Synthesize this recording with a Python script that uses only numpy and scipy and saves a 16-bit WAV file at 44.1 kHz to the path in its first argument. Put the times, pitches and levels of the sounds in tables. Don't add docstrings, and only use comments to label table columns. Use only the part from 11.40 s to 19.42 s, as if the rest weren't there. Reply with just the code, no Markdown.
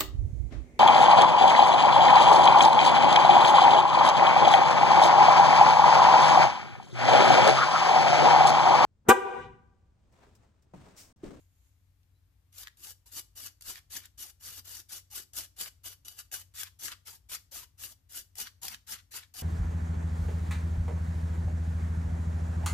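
import sys
import numpy as np
from scipy import signal
from scipy.fft import rfft, irfft, next_fast_len
from scipy.io import wavfile

SR = 44100
rng = np.random.default_rng(int(sys.argv[2]) if len(sys.argv) > 2 else 0)


def wav_record(signal):
    frames = np.transpose(np.atleast_2d(signal))
    bounded = np.clip(frames, -1, 1)
    quanta = np.round(bounded * 32767).astype(np.int16)
    wavfile.write(sys.argv[1], SR, quanta)


N = 353726


def gain_of(db):
    return 10 ** (np.asarray(db) / 20)


def evened(x):
    return x / np.sqrt(np.mean(x ** 2) + 1e-20)


def read(points, hz):
    f, value = np.transpose(points)
    return np.interp(np.log(hz + 1), np.log(f + 1), value)


def add(mix, s, sound):
    part = mix[..., max(round(s * SR), 0):]
    part = part[..., :sound.shape[-1]]
    part += sound[..., :part.shape[-1]]


def colour(x, spectrum, band, size=4096):
    hz = abs(np.fft.fftfreq(size, 1 / SR))
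    gain = gain_of(read(spectrum, hz))
    in_band = (hz > band[0]) * (hz < band[1])
    gain = gain / np.sqrt(np.mean(gain ** 2 * in_band))
    response = np.exp(np.conj(signal.hilbert(np.log(gain))))
    taps = np.fft.ifft(response).real[:size // 2]
    return signal.oaconvolve(x, taps[None], axes=1)[:, :N]


def wander(length, rate_hz):
    size = next_fast_len(length, True)
    hz = np.fft.rfftfreq(size, 1 / SR)
    low_pass = (hz > 0) / (1 + (hz / rate_hz) ** 4)
    return evened(irfft(rfft(rng.standard_normal(size)) * low_pass, size)[:length])


def background(hum_hz=92.3, hum_db=-69, rumble_hz=56, rumble_width_hz=9, rumble_db=-71, lean_db=2.0):
    # (frequency [Hz], spectral density [dB per Hz, relative])
    air_spectrum = [(15, -33), (30, -14.5), (45, -15.5), (75, 1), (115, -6.5), (150, -15), (230, -25),
                    (275, -19), (340, -29.5), (600, -31.5), (2000, -34), (5000, -37), (9000, -40),
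                    (14500, -35.5)]
    # (frequency [Hz], amplitude share [0..1])
    air_share = [(50, 1), (100, 0.8), (250, 0.59), (700, 0.087), (10000, 0.092)]
    air_db = -69.5
    size = next_fast_len(N, True)
    t, hz = np.arange(N) / SR, np.fft.rfftfreq(size, 1 / SR)
    left, apart = rfft(rng.standard_normal((2, size)))
    same = np.clip(read(air_share, hz), 0, 1)
    right = same * left + np.sqrt(1 - same ** 2) * apart
    air = irfft(np.array([left, right]) * gain_of(read(air_spectrum, hz)), size)[:, :N]

    hum_phase = 2 * np.pi * hum_hz * t + .5 * wander(N, 3)
    hum = evened(np.sin(hum_phase) * gain_of(3.0 * wander(N, 3.0)))

    envelope = wander(N, rumble_width_hz) + 1j * wander(N, rumble_width_hz)
    rumble = evened((envelope * np.exp(2j * np.pi * rumble_hz * t)).real)

    total = gain_of(air_db) * evened(air) + gain_of(hum_db) * hum + gain_of(rumble_db) * rumble
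    return total * gain_of([[lean_db], [-lean_db]])


def glove(squeak_db=-82, squeak_length_s=0.02, rise_hz_per_s=5000, tick_s=0.631, tick_db=-73, tick_length_s=0.005):
    # (time [s], level [dB])
    rustle_levels = [(0, -70.5), (.08, -83), (.27, -74.5), (.34, -83.5), (.64, -96), (1.15, -102)]
    # (frequency [Hz], spectral density [dB per Hz, relative])
    cloth = [(500, -10), (3500, -9.5), (5800, -11), (6700, -0.5), (7600, -3), (8600, -13), (11500, -4.5),
             (14500, -9)]
    # (frequency [Hz], spectral density [dB per Hz, relative])
    grip_shift = [(1000, -25), (2500, 2), (6000, -2), (9000, -13)]
    squeak_s, squeak_hz = 0.764, 3980
    t = np.arange(N) / SR
    level = gain_of(np.interp(t, *np.transpose(rustle_levels))) * (t < rustle_levels[-1][0])
    rustle = colour(level * rng.standard_normal((2, N)), cloth, (500, 14500))

    burst = gain_of(tick_db) * (t > tick_s) * np.exp(-abs(t - tick_s) / tick_length_s)
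    tick = colour(burst * rng.standard_normal((2, N)), grip_shift, (2000, 7000))

    swell = gain_of(squeak_db) * np.exp(-((t - squeak_s) / squeak_length_s) ** 2)
    turns = np.cumsum(squeak_hz + rise_hz_per_s * (t - squeak_s)) / SR
    squeak = swell * np.sin(2 * np.pi * turns + wander(N, 70))
    return rustle + tick + squeak


def stroke(crest_s, length_s, crest_db, landing_db, drag_db, rasp_db, catch_db, scuff_db):
    land_s, swell_curve, ease_s, lift_s = 0.01, 1.33, 0.04, 0.01
    scuff_share = 0.15
    t = np.arange(0, length_s + 6 * lift_s, 1 / SR)
    to_go = np.clip(1 - t / crest_s, 0, 1) ** swell_curve
    eased = np.clip((t - crest_s) / ease_s, 0, 1)
    hiss_db = crest_db + landing_db * to_go + drag_db * eased
    caught_db = catch_db * np.interp(t, [crest_s, length_s], [0, 1])
    contact = np.minimum(t / land_s, 1) * np.exp(-np.maximum(t - length_s, 0) / lift_s)
    rasp_level = hiss_db + rasp_db + caught_db
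    scuff_level = hiss_db + scuff_db + scuff_share * caught_db
    return contact * gain_of([hiss_db, rasp_level, scuff_level])


def slips(slip_hz=150, uneven=.45, fade_s=0.0034, spread_db=1.5):
    turns = np.cumsum(slip_hz * np.exp(uneven * wander(N, 90))) / SR
    jumps = np.diff(np.floor(turns), prepend=0)
    jumps = jumps * gain_of(spread_db * np.clip(rng.standard_normal(N), -2, 2))
    return evened(signal.lfilter([1], [1, -np.exp(-1 / (fade_s * SR))], jumps))


def flicks(per_s, spread_db, clump_db, clump_hz):
    size = gain_of(spread_db * np.minimum(rng.exponential(1, (2, N)), 5))
    sign = rng.choice([-1, 1], (2, N))
    struck = rng.random((2, N)) < per_s / SR
    return evened(size * sign * struck * gain_of(clump_db * wander(N, clump_hz)))


def brush(tip_jerk=0.67, catch_jerk=0.53):
    # (start [s], time to crest [s], length [s],
    # hiss at crest [dB], landing re crest [dB], dragging off re crest [dB], rasp re hiss [dB],
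    # extra rasp by the end [dB], scuff re hiss [dB])
    stroke_rows = [(1.121, 0.097, 0.15, -47.5, -20, -21, -14.5, 22.5, -22),
                   (1.365, 0.104, 0.15, -49.5, -21, 0.0, -16.5, -0.5, -19),
                   (1.657, 0.008, 0.059, -57, 3, -10.5, -18, 10, -16),
                   (1.713, 0.063, 0.084, -43.5, -13, 0.5, -20, 2.0, -21),
                   (1.951, 0.12, 0.16, -46.5, -7, -26, -16, 8, -18),
                   (2.211, 0.094, 0.17, -40.0, -32.5, -16, -16.5, 17, -19.5),
                   (2.497, 0.076, 0.16, -40.5, -16.5, -25.5, -11.5, 17, -19),
                   (2.774, 0.061, 0.13, -44.0, -11.5, -12.5, -14, 0.5, -19),
                   (2.995, 0.075, 0.2, -45.5, -22, -5.5, -15.0, 2.5, -19),
                   (3.243, 0.11, 0.16, -47.5, -8.5, -4, -15, 4, -19.5),
                   (3.484, 0.062, 0.11, -44, -13.5, -8, -14.0, 0, -20.5),
                   (3.698, 0.082, 0.13, -40.5, -20, -14.5, -16, 3.5, -19.5),
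                   (3.93, 0.058, 0.12, -37, -27, -15.5, -18, 9.5, -19),
                   (4.158, 0.061, 0.12, -37.5, -30, -13.5, -15, 10, -17.5),
                   (4.433, 0.031, 0.1, -41.5, -17.5, -11.5, -15.0, 3, -19),
                   (4.647, 0.05, 0.11, -54, 0.5, -7, -21, 2.0, -16.5),
                   (4.76, 0.04, 0.1, -45, -24, -30.5, -18, 12, -26),
                   (4.915, 0.028, 0.1, -39.5, -10.0, -12, -14.0, 2, -19.5),
                   (5.137, 0.073, 0.14, -40, -19.5, -22, -10, 15.5, -22.5),
                   (5.387, 0.077, 0.14, -40, -16, -14.5, -13, 20, -17.5),
                   (5.648, 0.032, 0.11, -47.0, -20, -7.5, -11, -3.0, -17),
                   (5.887, 0.066, 0.1, -39.5, -15.5, -41.5, -12, 19, -17),
                   (6.11, 0.068, 0.13, -43.5, -10, -12, -15.5, 9, -18),
                   (6.373, 0.074, 0.15, -43.0, -23.5, -13.5, -14, -1, -18),
                   (6.688, 0.089, 0.13, -42, -20.5, -13, -15, 1.5, -22),
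                   (6.956, 0.058, 0.12, -38, -21.5, -18, -14.0, 16, -18),
                   (7.215, 0.038, 0.13, -42.5, -9, -10, -15, 14.5, -14),
                   (7.464, 0.073, 0.13, -40, -17.5, -30, -11, 22.5, -18.5),
                   (7.707, 0.067, 0.13, -40.5, -17.5, -28, -11, 21, -16.5),
                   (7.937, 0.066, 0.078, -43, -11.5, -6, -14.0, -2, -14)]
    tremble_db, tremble_hz = 0.83, 45
    force = np.zeros((3, N))
    for start, *shape in stroke_rows:
        add(force, start, stroke(*shape))
    force = force * gain_of(tremble_db * wander(N, tremble_hz))

    jerks = slips()
    tips = flicks(per_s=16000, spread_db=2.0, clump_db=1, clump_hz=130)
    tips = tips * evened(np.hypot(1, tip_jerk * jerks))
    catches = flicks(per_s=4000, spread_db=2.0, clump_db=-1.5, clump_hz=165)
    catches = catches * evened(np.hypot(1, catch_jerk * jerks))
    tufts = flicks(per_s=1500, spread_db=1.5, clump_db=1.0, clump_hz=120)
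    return force[0] * tips, force[1] * catches, force[2] * tufts


def snaps(snap_s=0.0043, knock_s=0.0017, size=1024):
    # (time [s], bright snap [dB], dull knock [dB])
    snap_rows = [(1.183, -43.5, -62), (1.233, -45.5, -47), (1.272, -55, -42), (1.281, -59, -48.5),
                 (1.372, -60, -76), (2.062, -39, -69), (2.21, -48.5, -67), (2.222, -45.5, -72),
                 (2.357, -59, -43.5), (2.381, -57, -58), (2.569, -50, -44.5), (2.656, -46, -66),
                 (3.934, -47, -71), (4.167, -60, -75), (4.189, -42, -56), (4.212, -33, -56),
                 (4.26, -58, -40), (4.649, -52, -75), (4.682, -39.5, -55), (4.789, -42.5, -74),
                 (4.916, -46, -51), (5.139, -60, -65), (5.233, -34, -39.5), (5.482, -54, -37),
                 (5.518, -45, -47), (5.934, -52, -38), (6.955, -48.5, -56), (6.984, -38, -61),
                 (7.001, -36.5, -60), (7.071, -52, -44.5), (7.232, -38, -48), (7.282, -33.5, -37.5),
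                 (7.345, -49, -40.5), (7.539, -46, -57), (7.94, -49.5, -66)]
    bright, dull = np.zeros((2, N))
    t = np.arange(size) / SR
    for s, snap_db, knock_db in snap_rows:
        add(bright, s, gain_of(snap_db) * np.exp(-t / snap_s))
        add(dull, s, gain_of(knock_db) * np.exp(-t / knock_s))
    return bright * rng.standard_normal((2, N)), dull * rng.standard_normal((2, N))


def burner(drive, ring_db=-15, size=16384):
    # (frequency [Hz], relative level [dB], 60 dB
    # decay time [s])
    modes = [(1214, -16, .03), (1432, -14, .035), (1678, -16, .04), (2956, -2.5, .05), (3070, -4, .035),
             (3439, -10, .06), (3867, -12, .05), (4685, -4, .09), (4843, -6.5, .09), (5763, -6, .075),
             (6215, -11, .03), (9894, -14, .03), (11846, -13, .04), (13790, -10, .04), (14412, -12, .04)]
    # (time [s], level re ring_db [dB])
    freedom = [(1.2, -0.5), (2.1, 3), (2.6, -3), (3.4, 3), (4.0, 1), (4.8, 6.5), (5.3, -5.5), (7.0, 2),
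               (8.0, 0.5)]
    t = np.arange(size) / SR
    ring = np.zeros(size)
    for hz, db, t60 in modes:
        decay = gain_of(-60 * t / t60)
        ring += gain_of(db) * evened(decay * np.cos(2 * np.pi * hz * t))
    free = gain_of(ring_db + np.interp(np.arange(N) / SR, *np.transpose(freedom)))
    return signal.oaconvolve(drive * free, ring[None] / np.sqrt(size), axes=1)[:, :N]


def patchy(x, patchy_db=3.5, width_hz=260, last_s=0.039, size=512):
    hz, t, z = signal.stft(x, SR, nperseg=size, noverlap=size * 3 // 4)
    across, along = np.fft.rfftfreq(len(hz), hz[1]), np.fft.fftfreq(len(t), t[1])
    smooth = np.exp(-(across * width_hz) ** 2 - (along[:, None] * last_s) ** 2)
    grain = np.fft.rfft2(rng.standard_normal((2, len(t), len(hz))))
    field = evened(np.fft.irfft2(grain * smooth, (len(t), len(hz))))
    gain = evened(gain_of(patchy_db * np.clip(field, -3, 2))).transpose(0, 2, 1)
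    return signal.istft(z * gain, SR, nperseg=size, noverlap=size * 3 // 4)[1][:, :N]


def wires(tips, catches, tufts, hiss_db=-0.5, rasp_db=-1, scuff_db=-3.5):
    # (frequency [Hz], spectral density [dB per Hz, relative])
    tip_spectrum = [(300, -17), (700, -10), (1200, -18), (2300, -15), (3200, 3.5), (4200, 2.5), (5500, 6.5),
                    (7000, 7.5), (8700, 3), (10500, 6), (13000, 7), (15000, 4)]
    # (frequency [Hz], spectral density [dB per Hz, relative])
    catch_spectrum = [(200, -19), (600, -23), (900, -11), (1300, -1), (1750, 0.5), (2300, -1), (3200, -1),
                      (4300, -3), (7000, -9.5), (15000, -35)]
    # (frequency [Hz], spectral density [dB per Hz, relative])
    tuft_spectrum = [(60, 2.5), (150, 1), (275, 2), (360, -0.5), (470, -1), (620, -3), (780, 2.5),
                     (1050, -1.5), (1400, -14.5), (2500, -32.5)]
    hiss = colour(tips, tip_spectrum, (4000, 14500))
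    rasp = colour(catches, catch_spectrum, (1000, 2500))
    scuff = colour(tufts, tuft_spectrum, (250, 850))
    scuff = patchy(scuff, patchy_db=7.5, width_hz=84, last_s=0.064, size=1024)
    return gain_of(hiss_db) * hiss + gain_of(rasp_db) * rasp + gain_of(scuff_db) * scuff


def ports(trains):
    # (frequency [Hz], amplitude share)
    port_share = [(100, 0.6), (500, -0.2), (1200, 1.5), (1800, -0.9), (2400, 0.85), (4500, -0.24),
                  (7000, 0.43), (14000, -0.2)]
    # (frequency [Hz], lead [rad])
    left_lead = [(100, 1.5), (3900, 0.86), (4650, 7.5), (5100, -8.5), (5800, -14), (6700, -10.5),
                 (7800, -17), (9700, -13.5), (10400, -22), (14000, -23)]
    # (frequency [Hz], left minus right [dB])
    left_lean = [(200, 3.1), (500, 5.2), (1200, 3.4), (3000, 2.2), (6000, 2.2), (9000, 3), (13000, 6.1)]
    size = next_fast_len(N, True)
    hz = np.fft.rfftfreq(size, 1 / SR)
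    left, apart = rfft(trains, size)
    same = np.clip(read(port_share, hz), 0, .9)
    lead = read(left_lead, hz)
    shade = gain_of(-read(left_lean, hz))
    right = shade * (same * np.exp(-1j * lead) * left + np.sqrt(1 - same ** 2) * apart)
    middle = np.sqrt(1 + shade ** 2 + 2 * shade * same * np.cos(lead)) / 2
    return irfft(np.array([left, right]) / middle, size)[:, :N]


def room(x, wet_db=-14, build_s=0.00095):
    # (frequency [Hz], 60 dB decay time [s])
    room_decay = [(250, 0.45), (1500, 0.24), (5000, 0.29), (14000, .24)]
    hz, t, z = signal.stft(rng.standard_normal((2, SR // 2)), SR, nperseg=256)
    decay = gain_of(-60 * t / read(room_decay, hz)[:, None])
    build = 1 - np.exp(-t / build_s)
    tail = signal.istft(z * decay * build, SR, nperseg=256)[1]
    tail = tail / np.linalg.norm(tail[0])
    return gain_of(wet_db) * signal.fftconvolve(x, tail, axes=1)[:, :N]


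def scene():
    tips, catches, tufts = brush()
    bright, dull = snaps()
    contact = wires(tips + bright, catches + dull, tufts)
    ringing = burner(tips + bright)
    scrub = ports(patchy(contact + ringing))
    return scrub + room(scrub) + glove() + background()


def record(dry):
    edge_hz = 14800
    taps = signal.firwin(301, edge_hz, window=("kaiser", 8), fs=SR)
    return signal.oaconvolve(dry, taps[None], "same")


dry = scene()
out = record(dry)
wav_record(out)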